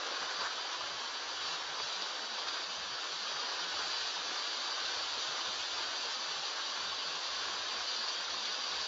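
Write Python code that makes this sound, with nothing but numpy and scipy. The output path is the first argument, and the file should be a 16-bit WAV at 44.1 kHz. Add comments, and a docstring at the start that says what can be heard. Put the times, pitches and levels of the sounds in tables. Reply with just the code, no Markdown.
"""Mudslide in a garden

Wet earth pours down a slope a few metres below a security camera on a house wall. Tumbling lumps
churn, trapped air plops, grit and twigs hiss on top and stones chatter. Clods slap, heavy lumps
thud, slurry sloshes and twigs crunch over a faint rumble. The camera's small housing makes it
all hollow and narrow."""
import sys
import numpy as np
from scipy import signal
from scipy.fft import rfft, irfft
from scipy.io import wavfile
from scipy.ndimage import uniform_filter1d, map_coordinates

SR = 44100
rng = np.random.default_rng(int(sys.argv[2]) if len(sys.argv) > 2 else 0)


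def wrap_up_sound(samples):
    """Save the sound to the file named by the first command line argument, as 16-bit audio."""
    columns = np.atleast_2d(samples).T
    # keep every value between -1 and 1, then stretch to whole-number steps
    tamed = np.clip(columns, -1, 1)
    steps = np.round(tamed * 32767).astype(np.int16)
    wavfile.write(sys.argv[1], SR, steps)


N = 391166
TIME_S = np.arange(N) / SR
FFT_SIZE = 409600
BIN_HZ = np.maximum(np.arange(FFT_SIZE // 2 + 1) * SR / FFT_SIZE, 1)


def undb(db):
    """Decibels to gain."""
    return 10 ** (np.asarray(db) / 20)


def unit(x):
    """Scale to rms 1."""
    return x / np.sqrt(np.mean(x ** 2))


def colour(x, curve):
    """EQ x along a curve of (freq_hz, gain_db) points."""
    hz, db = np.transpose(curve)
    gain = undb(np.interp(np.log(BIN_HZ), np.log(hz), db))
    return irfft(rfft(x, FFT_SIZE) * gain)[:N]


def waver(per_s, depth_db):
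    """A gain that glides between random levels."""
    levels_db = depth_db * rng.standard_normal(4096)
    return undb(np.interp(TIME_S * per_s, np.arange(len(levels_db)), levels_db))


def grains(per_s, spread_db):
    """Tiny collisions of mixed sizes at random moments."""
    hits = rng.random(N) < per_s / SR
    polarity = np.sign(rng.standard_normal(N))
    return unit(hits * polarity * undb(spread_db * rng.random(N)))


def bursts(cues, attack_s):
    """Envelope of blows: each has a fast attack and falls 60 dB over its decay_s."""
    envelope, age = np.zeros(N), np.arange(SR // 2) / SR
    for start_s, level_db, decay_s in cues:
        shape = undb(level_db - 60 * age / decay_s) * (1 - np.exp(-age / attack_s))
        first = int(start_s * SR)
        envelope[first:first + len(age)] += shape[:N - first]
    return envelope


def arch(middle_s, length_s):
    """A half-cosine fade up and back down."""
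    return np.cos(np.pi * np.clip((TIME_S - middle_s) / length_s, -.5, .5))


# Thick midrange of wet earth: freq_hz, gain_db
MUD_EQ = [(120, -72.5), (175, -26), (225, -10), (300, -3), (500, 3.3), (800, 3.5), (1100, 3), (1500, 6.5),
          (2200, 0.5), (3500, -10), (7000, -37)]
def mud():
    """Countless wet lumps shear and tumble; the mass heaves unevenly."""
    return unit(colour(grains(per_s=14000, spread_db=10.5), MUD_EQ) * waver(per_s=35, depth_db=.59))


# Tone of the bubbling: freq_hz, gain_db
BUBBLE_EQ = [(200, -55), (500, -7), (1000, 1.5), (2000, 8), (4000, -14)]
def bubbles(low_hz, high_hz, decay_cycles, spread_db, count, size=4096):
    """Pockets of trapped air burst in the slurry, each a short ringing plop."""
    plops, age = np.zeros(N + size), np.arange(size) / SR
    for when, pitch, strength in rng.random((count, 3)):
        hz = low_hz * (high_hz / low_hz) ** pitch
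        ring = np.exp(-age * hz / decay_cycles) * np.sin(2 * np.pi * hz * age)
        first = int(when * N)
        plops[first:first + size] += undb(spread_db * strength ** 2) * ring  # few are loud
    return colour(unit(plops[:N]), BUBBLE_EQ)


# Bright scrape of sand and twigs: freq_hz, gain_db
GRIT_EQ = [(800, -41), (1800, -7.5), (2400, -4.5), (3100, 2.5), (3900, 3), (4600, -5.5), (5300, -2.5),
           (6100, -5.5), (6700, -8), (7400, -16)]
def grit():
    """Sand and twigs scrape along on top, a dense hiss in short clumps."""
    return unit(colour(grains(per_s=14000, spread_db=9.5), GRIT_EQ) * waver(per_s=70, depth_db=.466))


# Narrow, high click of small stones: freq_hz, gain_db
PEBBLE_EQ = [(800, -65.5), (2500, -35), (3700, -8), (4300, -1), (4750, 3), (5150, -7), (6500, -28)]
def pebbles():
    """Small stones chatter against each other in quick clusters."""
    clusters = waver(per_s=200, depth_db=.708)
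    return unit(colour(grains(per_s=6000, spread_db=13.5), PEBBLE_EQ) * clusters)


def flicker(x, from_hz, full_hz, depth_db, width_hz, hold_s):
    """Narrow bands swell and sink, most in the treble, while their neighbourhood stays level."""
    hz, frame_s, spectrum = signal.stft(x, SR, nperseg=4096)
    cells = np.meshgrid(hz / width_hz, frame_s / hold_s, indexing="ij")
    swing = map_coordinates(rng.standard_normal((1024, 256)), cells, order=0, mode="wrap")
    band_depth_db = depth_db * np.clip((hz - from_hz) / (full_hz - from_hz), 0, 1)
    gain = undb(band_depth_db[:, None] * np.minimum(swing, .5))  # dips go deeper than swells go high
    gain /= np.sqrt(uniform_filter1d(gain ** 2, 21, axis=0) + 1e-12)
    return signal.istft(spectrum * gain, SR, nperseg=4096)[1][:N]


# Fader rides for the strength of the flow, ahead of each layer's trim: time_s, churn_db, slide_db
FLOW_RIDES = [(0, -42, -40.5), (1.1, -43.5, -42), (2.95, -44.8, -41.5), (3.8, -42, -39.5), (5.5, -43, -39),
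              (7.0, -43.8, -40), (8.0, -43, -40), (8.87, -44, -39.5)]
# Heavier loads that swell and pass: middle_s, length_s, mud_gain_db, grit_gain_db, pebble_gain_db
LOAD_SURGES = [(.33, 0.68, 0.5, -0.5, 2.5), (1.48, .3, 1, 2.7, .5), (1.92, 0.56, 0, 2.5, .5),
               (2.52, 0.39, 2.5, 0.8, 2), (3.42, 0.64, 1, 0, 2), (3.98, .41, -1, 0.8, 1),
               (5.45, 1, 0.5, .3, -2), (6.55, .36, 0, -0.5, -1.5), (7.95, .58, -1, 0, 3)]
def flow():
    """The bed: bubbling mud churns while grit and pebbles slide on top, all surging with the load."""
    time_s, *rides_db = np.transpose(FLOW_RIDES)
    churn, slide = [undb(np.interp(TIME_S, time_s, ride)) for ride in rides_db]
    surges_db = sum(np.outer(gains_db, arch(middle_s, length_s) ** 2)
                    for middle_s, length_s, *gains_db in LOAD_SURGES)
    mud_surge, grit_surge, pebble_surge = undb(surges_db)
    popping = bubbles(low_hz=749, high_hz=1800, decay_cycles=5.5, spread_db=11.5, count=1000)
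    slurry = (undb(-1.9) * mud() + undb(-12.5) * popping) * churn * mud_surge
    slurry *= waver(per_s=8, depth_db=.59)  # the mud feeds unevenly
    hiss = undb(-1) * grit() * slide * grit_surge
    chatter = undb(-8.5 + .31 * TIME_S) * pebbles() * slide * pebble_surge  # the flow grows stonier
    return slurry + hiss + chatter


# Clods landing: start_s, level_db, decay_s
CLOD_CUES = [(.030, -40, 0.065), (.218, -38, 0.14), (.305, -41, .06), (.412, -35, .06), (1.410, -38.5, .07),
             (1.485, -44, 0.042), (1.798, -32.5, .045), (1.915, -37, .06), (2.486, -36, .04),
             (3.313, -39, .06), (4.675, -41, 0.045), (4.812, -42, 0.033), (7.654, -44, .05),
             (8.076, -39, .05), (8.450, -41, .05)]
def clod_slaps():
    """Clods slap down, each a sharp burst of wet earth."""
    return mud() * bursts(CLOD_CUES, attack_s=.0012)


# Dull body of a heavy lump: freq_hz, gain_db
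THUD_EQ = [(150, -29.5), (300, 3), (550, 5.5), (800, 0.5), (1500, -33.5)]
# Heavy lumps landing: start_s, level_db, decay_s
THUD_CUES = [(.06, -42.5, .15), (.11, -42, 0.16), (2.018, -45, 0.059), (2.396, -44, .06),
             (4.310, -41, 0.11), (5.169, -40, 0.065), (5.801, -46, .06), (6.047, -42, 0.082),
             (7.491, -41, .06), (8.332, -43, .06)]
def lump_thuds():
    """Heavy lumps land with a dull thud."""
    body = unit(colour(grains(per_s=8000, spread_db=5.5), THUD_EQ))
    return body * bursts(THUD_CUES, attack_s=.0021)


# Low end of the rumble: freq_hz, gain_db
RUMBLE_EQ = [(20, -19.5), (40, -10.5), (70, 10), (130, 2), (200, -6.5), (350, -13.5)]
# Spells of rumble: start_s, length_s, relative_level_db
RUMBLE_CUES = [(0.205, 0.097, -69), (0.39, 0.076, -67), (0.512, 0.07, -73), (0.768, 0.1, -63),
               (0.897, 0.094, -67), (1.049, 0.072, -72), (1.219, 0.103, -72), (1.352, 0.14, -67),
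               (1.608, 0.11, -65), (1.79, 0.087, -66), (2.438, 0.12, -69), (2.63, 0.081, -69),
               (2.766, 0.16, -67), (3.34, 0.082, -72), (3.523, 0.081, -72), (3.713, 0.099, -63),
               (3.841, 0.22, -65.5), (4.164, 0.169, -68.5), (4.81, 0.11, -65), (4.942, 0.151, -64),
               (5.122, 0.091, -63), (5.443, 0.18, -63), (5.7, 0.11, -66), (5.844, 0.071, -65),
               (5.962, 0.033, -83), (6, 0.069, -72), (6.082, 0.09, -68), (6.338, 0.082, -66),
               (6.793, 0.18, -64), (7.295, 0.2, -65), (7.49, 0.2, -65.5), (7.77, 0.072, -64),
               (7.944, 0.084, -70), (8.257, 0.15, -66), (8.697, 0.17, -65)]
def rumble(fade_s=.057):
    """A faint low rumble comes and goes in short, uneven spells."""
    spells = np.zeros(N)
    for start_s, length_s, level_db in RUMBLE_CUES:
        inside_s = np.minimum(TIME_S - start_s, start_s + length_s - TIME_S)
        spells += undb(level_db) * np.clip(inside_s / fade_s + .5, 0, 1)
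    return unit(colour(rng.standard_normal(N), RUMBLE_EQ)) * spells


def low_bumps(low_hz, high_hz, length_s, count):
    """Faint, soft low bumps come and go at random."""
    bumps = np.zeros(N)
    for when, pitch in rng.random((count, 2)):
        middle_s = when * N / SR
        hz = low_hz + pitch * (high_hz - low_hz)
        bumps += arch(middle_s, length_s) ** 2 * np.sin(2 * np.pi * hz * (TIME_S - middle_s))
    return unit(bumps)


# Hollow midrange of spilling slurry: freq_hz, gain_db
SLOSH_EQ = [(500, -24), (950, -6), (1350, -3), (1750, -3), (2300, -19.5)]
# Spills: middle_s, length_s, level_db
SLOSH_CUES = [(.225, .05, -46), (0.443, 0.11, -44), (0.46, .04, -43), (3.808, .06, -47),
              (6.584, 0.073, -45), (7.81, .06, -45.5), (8.746, 0.052, -46)]
def sloshes():
    """Slurry heaps up and spills over an obstacle in a brief hollow swell."""
    swells = sum(undb(db) * arch(middle_s, length_s) for middle_s, length_s, db in SLOSH_CUES)
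    return unit(colour(grains(per_s=9000, spread_db=6), SLOSH_EQ)) * swells


# Spurts of pebbles: start_s, relative_level_db, decay_s
SPURT_CUES = [(.405, -35, 0.083), (1.466, -37, 0.091), (1.815, -36, 0.067), (2.018, -35, .07),
              (2.481, -34, .071), (2.545, -36, .05), (3.394, -36, .06), (4.068, -34.5, .06),
              (4.469, -35, .07), (4.850, -33, 0.044), (5.467, -37, .05), (6.449, -33, .055),
              (7.328, -34, .1), (8.081, -33.5, .1), (8.636, -32, .04), (8.808, -33.5, 0.096)]
def pebble_spurts():
    """Pebbles and a little grit scatter with a brief bright rattle."""
    return unit(pebbles() + undb(-3.5) * grit()) * bursts(SPURT_CUES, attack_s=.0027)


# Twigs giving way: start_s, level_db, decay_s
CRUNCH_CUES = [(.724, -35, .08), (1.526, -37, .06), (2.489, -37, .035), (2.699, -34, .025),
               (4.352, -36, .07), (6.764, -38, .06), (7.152, -35.5, 0.071), (8.451, -35, 0.1)]
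def twig_crunches():
    """Twigs crunch, each a short burst of gritty crackle."""
    return grit() * bursts(CRUNCH_CUES, attack_s=.0025)


def scene():
    """Mono mix: the flickering bed, with hits and sloshes on top and a faint low end beneath."""
    bed = flicker(flow(), from_hz=360, full_hz=3900, depth_db=21, width_hz=21, hold_s=.08)
    lows = undb(1.5) * rumble()
    lows += undb(-71.5) * low_bumps(low_hz=130, high_hz=252, length_s=.095, count=60)
    hits = clod_slaps() + lump_thuds() + undb(.5) * pebble_spurts() + twig_crunches()
    return (bed + hits + sloshes() + lows)[None]


# Resonances and notches of the camera housing: centre_hz, width_hz, gain_db
HOUSING_EQ = [(1078, 335, 4.5), (1650, 350, 2), (1986, 410, -4), (4660, 710, 4.5), (5105, 140, -7),
              (6040, 360, 4.5), (6410, 200, -8)]
def record(dry):
    """The housing rings and cancels at a few pitches; the camera cuts the top steeply."""
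    housing_db = sum(db / (1 + (2 * (BIN_HZ - hz) / width_hz) ** 2) for hz, width_hz, db in HOUSING_EQ)
    hollow = irfft(rfft(dry, FFT_SIZE) * undb(housing_db))[:, :N]
    high_cut = signal.ellip(14, .2, 80, 7450, fs=SR, output="sos")
    return signal.sosfilt(high_cut, hollow)


dry = scene()
out = record(dry)
wrap_up_sound(out)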